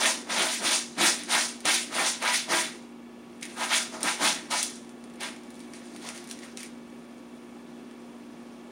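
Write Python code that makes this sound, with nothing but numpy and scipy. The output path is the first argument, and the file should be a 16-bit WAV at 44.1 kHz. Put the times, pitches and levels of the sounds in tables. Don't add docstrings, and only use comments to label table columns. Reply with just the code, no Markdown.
import sys
import numpy as np
from scipy import signal
from scipy.fft import rfft, irfft
from scipy.io import wavfile

SR = 44100
rng = np.random.default_rng(int(sys.argv[2]) if len(sys.argv) > 2 else 0)


def file_out(sig):
    cols = np.atleast_2d(sig).T
    lim = np.clip(cols, -1, 1)
    pcm = np.round(lim * 32767).astype(np.int16)
    wavfile.write(sys.argv[1], SR, pcm)


def boost_factor(decibels):
    exponent = np.asarray(decibels, float) / 20
    return 10 ** exponent


N = 384111


def rms_one(x):
    return x / np.sqrt(np.mean(x ** 2) + 1e-20)


def at_hz(points, hz):
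    point_hz, point_db = np.transpose(points)
    return np.interp(np.log(hz), np.log(point_hz), point_db)


def colour(x, points):
    size = 8192
    hz = np.arange(size // 2 + 1) * SR / size + 1
    cepstrum = irfft(np.log(boost_factor(at_hz(points, hz))))
    cepstrum[1:size // 2] *= 2
    cepstrum[size // 2 + 1:] = 0
    impulse = irfft(np.exp(rfft(cepstrum)))
    return signal.fftconvolve(x, impulse)[:N]


def drift(rate):
    r = np.exp(-80 * np.pi * rate / SR)
    slow = signal.lfilter([1], [1, -2 * r, r * r], rng.standard_normal(N // 40 + 4002))
    slow = slow[4000:]
    return np.interp(np.arange(N) / 40, np.arange(len(slow)), rms_one(slow))


def resonance(x, hz, width_hz):
    r = np.exp(-np.pi * width_hz / SR)
    poles = [1, -2 * r * np.cos(2 * np.pi * hz / SR), r * r]
    return signal.lfilter([(1 - r * r) / 2, 0, (r * r - 1) / 2], poles, x + 1e-18)


def strokes(t, touch, rise, pull, db, change_db, fall, bend, late=1):
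    brush_db, brush_rise = -19, 920
    settle_db, settle_fall = -16, 76
    since = t[:, None] - touch
    rising = np.clip(since / np.maximum(rise, .002), 0, 1) ** bend
    rising += boost_factor(brush_db + brush_rise * np.minimum(since, 0))
    pulled = np.clip((since - rise) / np.maximum(pull, .002), 0, 1) ** late
    lifted = np.maximum(since - rise - pull, 0)
    falling = boost_factor(-2 * fall * lifted) + boost_factor(2 * (settle_db - settle_fall * lifted))
    return np.sum((rising * boost_factor(db + change_db * pulled)) ** 2 * falling, axis=1)


def efforts(t):
    # (touch [s], rise [s], pull [s], rake [dB], spray [dB])
    rake_strokes = [(-.04, 0.1, 0.027, -23.5, -23), (0.277, 0.12, 0.13, -27, -26.5),
                    (0.614, 0.065, 0.056, -24, -24), (0.974, 0.067, 0.03, -20, -22.5),
                    (1.283, 0.06, 0.058, -23, -24), (1.648, 0.016, 0.092, -22, -24.5),
                    (1.913, 0.067, 0.098, -27, -29), (2.207, 0.055, 0.08, -26, -31),
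                    (2.484, .053, 0.068, -23.5, -25), (3.56, 0.082, 0.0077, -29.5, -32.5),
                    (3.681, 0.066, 0.011, -21.5, -27), (3.92, 0.024, .01, -44, -42),
                    (4.025, 0.062, 0.027, -26.5, -29.5), (4.194, .06, 0.036, -22, -23),
                    (4.499, .025, 0.077, -30.5, -26.5)]
    # (touch [s], rise [s], pull [s], rake [dB], spray [dB])
    light_steps = [
        (3.42, 0.0056, 0.0092, -41, -52),
        (3.48, .016, .008, -47, -53),
        (5.198, 0.02, 0.04, -33.5, -38.5),
        (5.592, 0.0098, 0.0054, -64, -57),
        (5.73, 0.0092, 0.024, -48, -51.5),
        (6.0, 0.069, .025, -43, -42),
        (6.17, 0.0076, 0.02, -48, -63),
        (6.285, 0.037, .006, -48, -47),
        (6.415, 0.015, 0.018, -44.5, -51),
        (6.565, 0.0086, 0.061, -48, -46),
    ]
    # (touch [s], rise [s], pull [s], rake [dB], spray [dB])
    toe_flicks = [(.07, 0.017, 0.011, -40, -24), (0.294, 0.013, 0.0087, -28.5, -41),
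                  (.49, .04, 0.023, -34, -31.5), (.72, 0.022, 0.018, -44, -21.5),
                  (1.05, 0.0087, .015, -38, -17.5), (1.4, 0.022, 0.03, -46, -27.5),
                  (1.73, 0.022, 0.037, -36, -29.5), (2.05, 0.015, 0.027, -42, -23.5),
                  (2.325, 0.016, 0.028, -26, -25.5), (3.745, 0.0066, 0.014, -38, -22.5),
                  (4.6, .02, .02, -42, -30), (4.68, .02, .07, -56, -45), (1.17, 0.018, .05, -40, -44),
                  (4.0, 0.017, .015, -46, -42), (6.13, 0.018, 0.024, -48, -46)]
    # (touch [s], rise [s], hold [s], dig [dB], tub push [dB])
    paw_digs = [(-.03, 0.024, 0.082, -31, -38.5), (0.267, 0.16, .02, -28.5, -41.5),
                (0.587, 0.026, 0.14, -36, -41.5), (0.967, 0.037, 0.056, -28.5, -34.5),
                (1.28, 0.08, 0.01, -26.5, -46), (1.649, 0.005, 0.043, -29, -39),
                (1.903, 0.078, 0.083, -32.5, -44.5), (2.213, 0.017, 0.064, -29, -46),
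                (2.477, 0.064, .015, -26, -38), (3.565, 0.055, .03, -30, -51),
                (3.694, 0.022, 0.026, -31.5, -60), (3.919, 0.041, .006, -37, -49),
                (4.012, 0.056, 0.01, -29, -42), (4.19, 0.04, 0.038, -27, -37),
                (4.498, 0.033, 0.016, -29.5, -48), (5.198, .03, 0.029, -40, -51),
                (6.023, 0.028, 0.043, -44.5, -51), (6.414, 0.031, .01, -52, -56)]
    # (time [s], level [dB])
    bed_rustle = [
        (2.9, -79),
        (3.4, -66),
        (3.5, -54.5),
        (4.85, -70.5),
        (5.0, -68),
        (5.4, -65),
        (5.9, -57),
        (6.25, -57.5),
        (6.6, -62),
        (6.85, -67),
    ]
    touch, rise, pull, rake_db, spray_db = np.transpose(rake_strokes + light_steps + toe_flicks)
    land, sink, hold, dig_db, push_db = np.transpose(paw_digs)
    rustle = boost_factor(np.interp(t, *np.transpose(bed_rustle))) ** 2

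    push = strokes(t, land, sink, hold, push_db, change_db=-10.5, fall=52, bend=0.82)
    dig = strokes(t, land, sink, hold, dig_db, change_db=-1.5, fall=260, bend=0.82)
    rake = strokes(t, touch, rise, pull, rake_db, change_db=-6.5, fall=180, bend=1.42)
    early, swell_db = 0.43, 6
    spray = strokes(t, touch, early * rise, pull + (1 - early) * rise, spray_db - swell_db,
                    change_db=swell_db, fall=205, bend=1, late=0.53)

    push = 10 * np.log10(push + boost_factor(2 * 2) * rustle)
    dig = 10 * np.log10(dig + boost_factor(2 * -1.5) * rustle)
    rake = 10 * np.log10(rake + rustle)
    spray = 10 * np.log10(spray + boost_factor(2 * 3) * rustle)
    dust = boost_factor(2 * (2.2 + 0.57 * spray + 0.59 * rake)) + boost_factor(2 * 0.5) * rustle
    return np.array([push, dig, rake, spray, 10 * np.log10(dust)])


def paws():
    # (frequency [Hz], level [dB])
    grain_levels = [(170, -14), (300, -4), (450, -15), (700, -9.5), (1200, -16), (2200, -14), (3000, -12),
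                    (6000, -13), (8000, -14.5), (16000, -10.5)]
    effort_hz = [300, 850, 2400, 6500, 13000]
    hits_per_s, sharpness, count = 30000, 5.1, 40
    s, t = np.arange(0, N + 44, 44) / SR, np.arange(N) / SR
    effort_db = efforts(s)
    sizes = boost_factor(1.0 * np.minimum(rng.exponential(1, N), 5)) * rng.choice([-1, 1], N)
    clumps = boost_factor(0.78 * drift(55))
    hits = sizes * (rng.random(N) < hits_per_s / SR) * clumps
    pitches = np.geomspace(170, 15500, count)
    odds = np.sqrt(pitches)
    dealt = rng.choice(count, N, p=odds / odds.sum())
    lumps = [drift(22.4) for _ in range(count // 4)]
    out = 0
    for k, hz in enumerate(pitches):
        shares = [at_hz(np.c_[effort_hz, row], hz) for row in np.eye(len(effort_hz))]
        patches = boost_factor(0.76 * drift(7.3) + 1.5 * lumps[k // 4])
        struck = hits * (dealt == k) * patches
        rings = rms_one(resonance(resonance(struck, hz, hz / sharpness), hz, hz / 2))
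        out = out + boost_factor(at_hz(grain_levels, hz) + np.interp(t, s, shares @ effort_db)) * rings
    return out


def tub(x):
    # (frequency [Hz], width [Hz], level [dB])
    wall_modes = [(325, 21, -21), (620, 87, -6.5), (698, 16.7, -15), (777, 9.9, -16), (987, 42, -4),
                  (1289, 36, 3.5), (1397, 44, -3.5), (1564, 180, -4), (1872, 160, -3), (2146, 137, 0),
                  (3465, 43, 1), (3940, 90, -8.5), (5900, 77, -3), (6570, 140, -12)]
    rings = sum(boost_factor(db) * resonance(x, hz, width) for hz, width, db in wall_modes)
    return x + rings


def room(x):
    t60_s = 0.31
    t = np.arange(int(.5 * SR)) / SR
    low, high = rng.standard_normal((2, len(t)))
    low = signal.lfilter([.3], [1, -.7], low) * boost_factor(-60 * t / t60_s)
    high = .5 * high * boost_factor(-60 * t / (0.48 * t60_s))
    tail = (low + high) * (t > .004)
    return signal.fftconvolve(x, tail / np.sqrt(np.sum(tail ** 2)))[:N]


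def motor():
    # (multiple of rotor speed [-], rms level [dB])
    hum_tones = [(1, -72), (2, -74.5), (4, -45.5), (6, -55.5), (7, -64.5), (14, -69), (16, -70),
                 (17, -71.5), (19, -65.5), (20, -74.5), (21, -73), (23, -81), (24, -74)]
    # (frequency [Hz], width [Hz], rms level [dB])
    panels = [(164, 12, -66.5), (256, 4.9, -54.5), (292.6, 7.4, -54.5), (344, 43, -62), (394, 13, -61.5),
              (507.5, 34, -62), (1297, 48, -70.5)]
    # (frequency [Hz], width [Hz], level [dB])
    casing_rings = [(1738, 43, -68), (2260, 12, -71.5), (2280, 7, -74.5), (2665, 81, -72), (3240, 68, -77),
                    (3410, 22, -73.5), (2170, 420, -71)]
    rotor_hz, knock_hz = 59.24, 29.76
    turns = np.cumsum(rotor_hz * (1 + 0.000591 * drift(0.475))) / SR
    out = np.zeros(N)
    for k, db in hum_tones:
        tone = np.sin(2 * np.pi * (k * turns + rng.random()))
        out += np.sqrt(2) * boost_factor(db + .6 * drift(2.2)) * tone
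    for hz, width, db in panels:
        out += boost_factor(db) * rms_one(resonance(rng.standard_normal(N), hz, width))
    knocks = np.diff(np.floor(turns * knock_hz / rotor_hz), prepend=0) * boost_factor(1.5 * drift(15))
    knocks += .02 * rng.standard_normal(N)
    for hz, width, db in casing_rings:
        rings = resonance(resonance(knocks, hz, width), hz, 3 * width)
        out += boost_factor(db + 0.77 * drift(5.6)) * rms_one(rings)
    return out


def moving_air():
    # (frequency [Hz], density [dB per Hz])
    air_spectrum = [(25, -61), (45, -45), (70, -21.5), (120, -17.5), (200, -5), (350, -4), (450, -12.5),
                    (700, -11.5), (1100, -18.5), (1900, -25), (2500, -24), (4000, -31), (8000, -38.5),
                    (16000, -54)]
    return boost_factor(-50 + .5 * drift(0.49)) * rms_one(colour(rng.standard_normal(N), air_spectrum))


def thumps():
    # (time [s], peak level [dB])
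    blows = [
        (0.651, -27.5),
        (1.653, -24),
        (4.219, -43),
    ]
    kicks = np.zeros(N)
    for s, db in blows:
        kicks[round(s * SR)] = boost_factor(db + 30)
    return resonance(resonance(kicks, 70, 120), 90, 400)


def dying(at, db, t60):
    kicks = np.zeros(N)
    kicks[at] = boost_factor(db)
    return signal.lfilter([1], [1, -boost_factor(-60 / (t60 * SR))], kicks + 1e-18)


def ticks():
    # (time [s], peak [dB], dull
    # part [dB], top part [dB])
    wall_ticks = [(1.233, -25.5, -13, -17), (1.603, -32.5, -22, 1), (1.6525, -14.5, -12, -13),
                  (2.2233, -26.5, -2.5, 6), (2.2752, -37, 12, -4), (3.41, -38, -21, 1),
                  (3.4237, -32, -19, -2), (3.427, -24.5, -12, -5), (3.451, -35, -7, 6),
                  (3.9556, -55, -14, 0), (4.0045, -34, -9, 8.5), (4.0288, -18, -29, 7.5),
                  (4.5096, -27, -7, -4), (4.627, -19, -20, 10), (4.697, -38, -21, 7), (4.756, -41, -18, 5),
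                  (4.846, -43, -24, -3), (4.891, -39.5, -21, -4), (5.0382, -40.5, -19, -4),
                  (5.0977, -46, -15, -6), (5.1366, -46, -12, 2), (5.1556, -47, -14, 5), (5.205, -30, -15, 3),
                  (5.231, -24, -13, -12), (5.284, -40, -6, -5),
                  (5.3603, -39, -16, -1), (5.4331, -48, -11, 6), (5.5023, -44, -18, 10),
                    (5.5407, -46, -16, 6), (5.5524, -49, -14, 6), (5.591, -42, -19, 3),
                    (5.6017, -37, -21, -5), (5.6344, -47, -17, -3), (5.7336, -33.5, -20, -8),
                    (5.9473, -44, -15, 2), (5.9607, -35, -10, 1), (6.087, -25, -11, -2),
                    (6.0984, -45, -9, 1), (6.1753, -34, -14, 0), (6.239, -39, -20, 4), (6.272, -37, -14, 3),
                    (6.288, -40, -22, 4), (6.2973, -37, -23, 2), (6.31, -26, -19, 3), (6.3877, -37, -13, 2),
                    (6.4317, -37, -7, -12), (6.571, -26.5, -16, -8), (6.5905, -37, -18, -4),
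                    (6.603, -36, -12, 8), (6.6292, -29, -11, 3), (6.6594, -40, -14, -2),
                    (7.0418, -52, -10, -1), (7.1794, -51, -7, -3), (7.9094, -53, -4, 4)]
    s, peak_db, dull_db, top_db = np.transpose(wall_ticks)
    lag_s = .002
    at = np.round((s + lag_s) * SR).astype(int)
    pitches = np.geomspace(1900, 14500, 8)
    chance = rng.standard_normal((len(at), len(pitches)))
    out = 0
    for k, hz in enumerate(pitches):
        part_db = 0
        if hz < 3200:
            part_db = dull_db + 16.5
        elif hz > 10300:
            part_db = top_db
        db = peak_db + part_db + 0.75 * chance[:, k]
        snap = -dying(at, db - 0.5, t60=0.00016)
        crack = dying(at, db - 5.5, t60=0.0053)
        trickle = dying(at, db - 15.5, t60=0.085)
        out = out + resonance(snap + (crack + trickle) * rng.standard_normal(N), hz, hz / 1.84)
    high_pass = signal.butter(4, 1600, "high", fs=SR, output="sos")
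    return boost_factor(-0.5) * signal.sosfilt(high_pass, out)


def scene():
    litter = tub(paws() + ticks())
    echo = boost_factor(-8) * room(litter)
    return (litter + echo + thumps() + motor() + moving_air())[None]


def roll_off(x):
    return signal.sosfilt(signal.butter(12, 16940, fs=SR, output="sos"), x)


def record(dry):
    # (frequency [Hz], gain [dB])
    capsule = [(20, -3), (7500, 0), (8300, -2), (8900, 6), (9500, 6.5), (10100, -1), (11000, -9.5),
               (13000, -15), (16000, -13)]
    hiss = boost_factor(-74) * signal.lfilter([1, -.6], [1], rng.standard_normal(N))
    steep_cut = signal.ellip(12, .5, 70, 15830, fs=SR, output="sos")
    mix = signal.sosfilt(steep_cut, colour(dry[0], capsule) + hiss)
    return roll_off(mix[None])


dry = scene()
out = record(dry)
file_out(out)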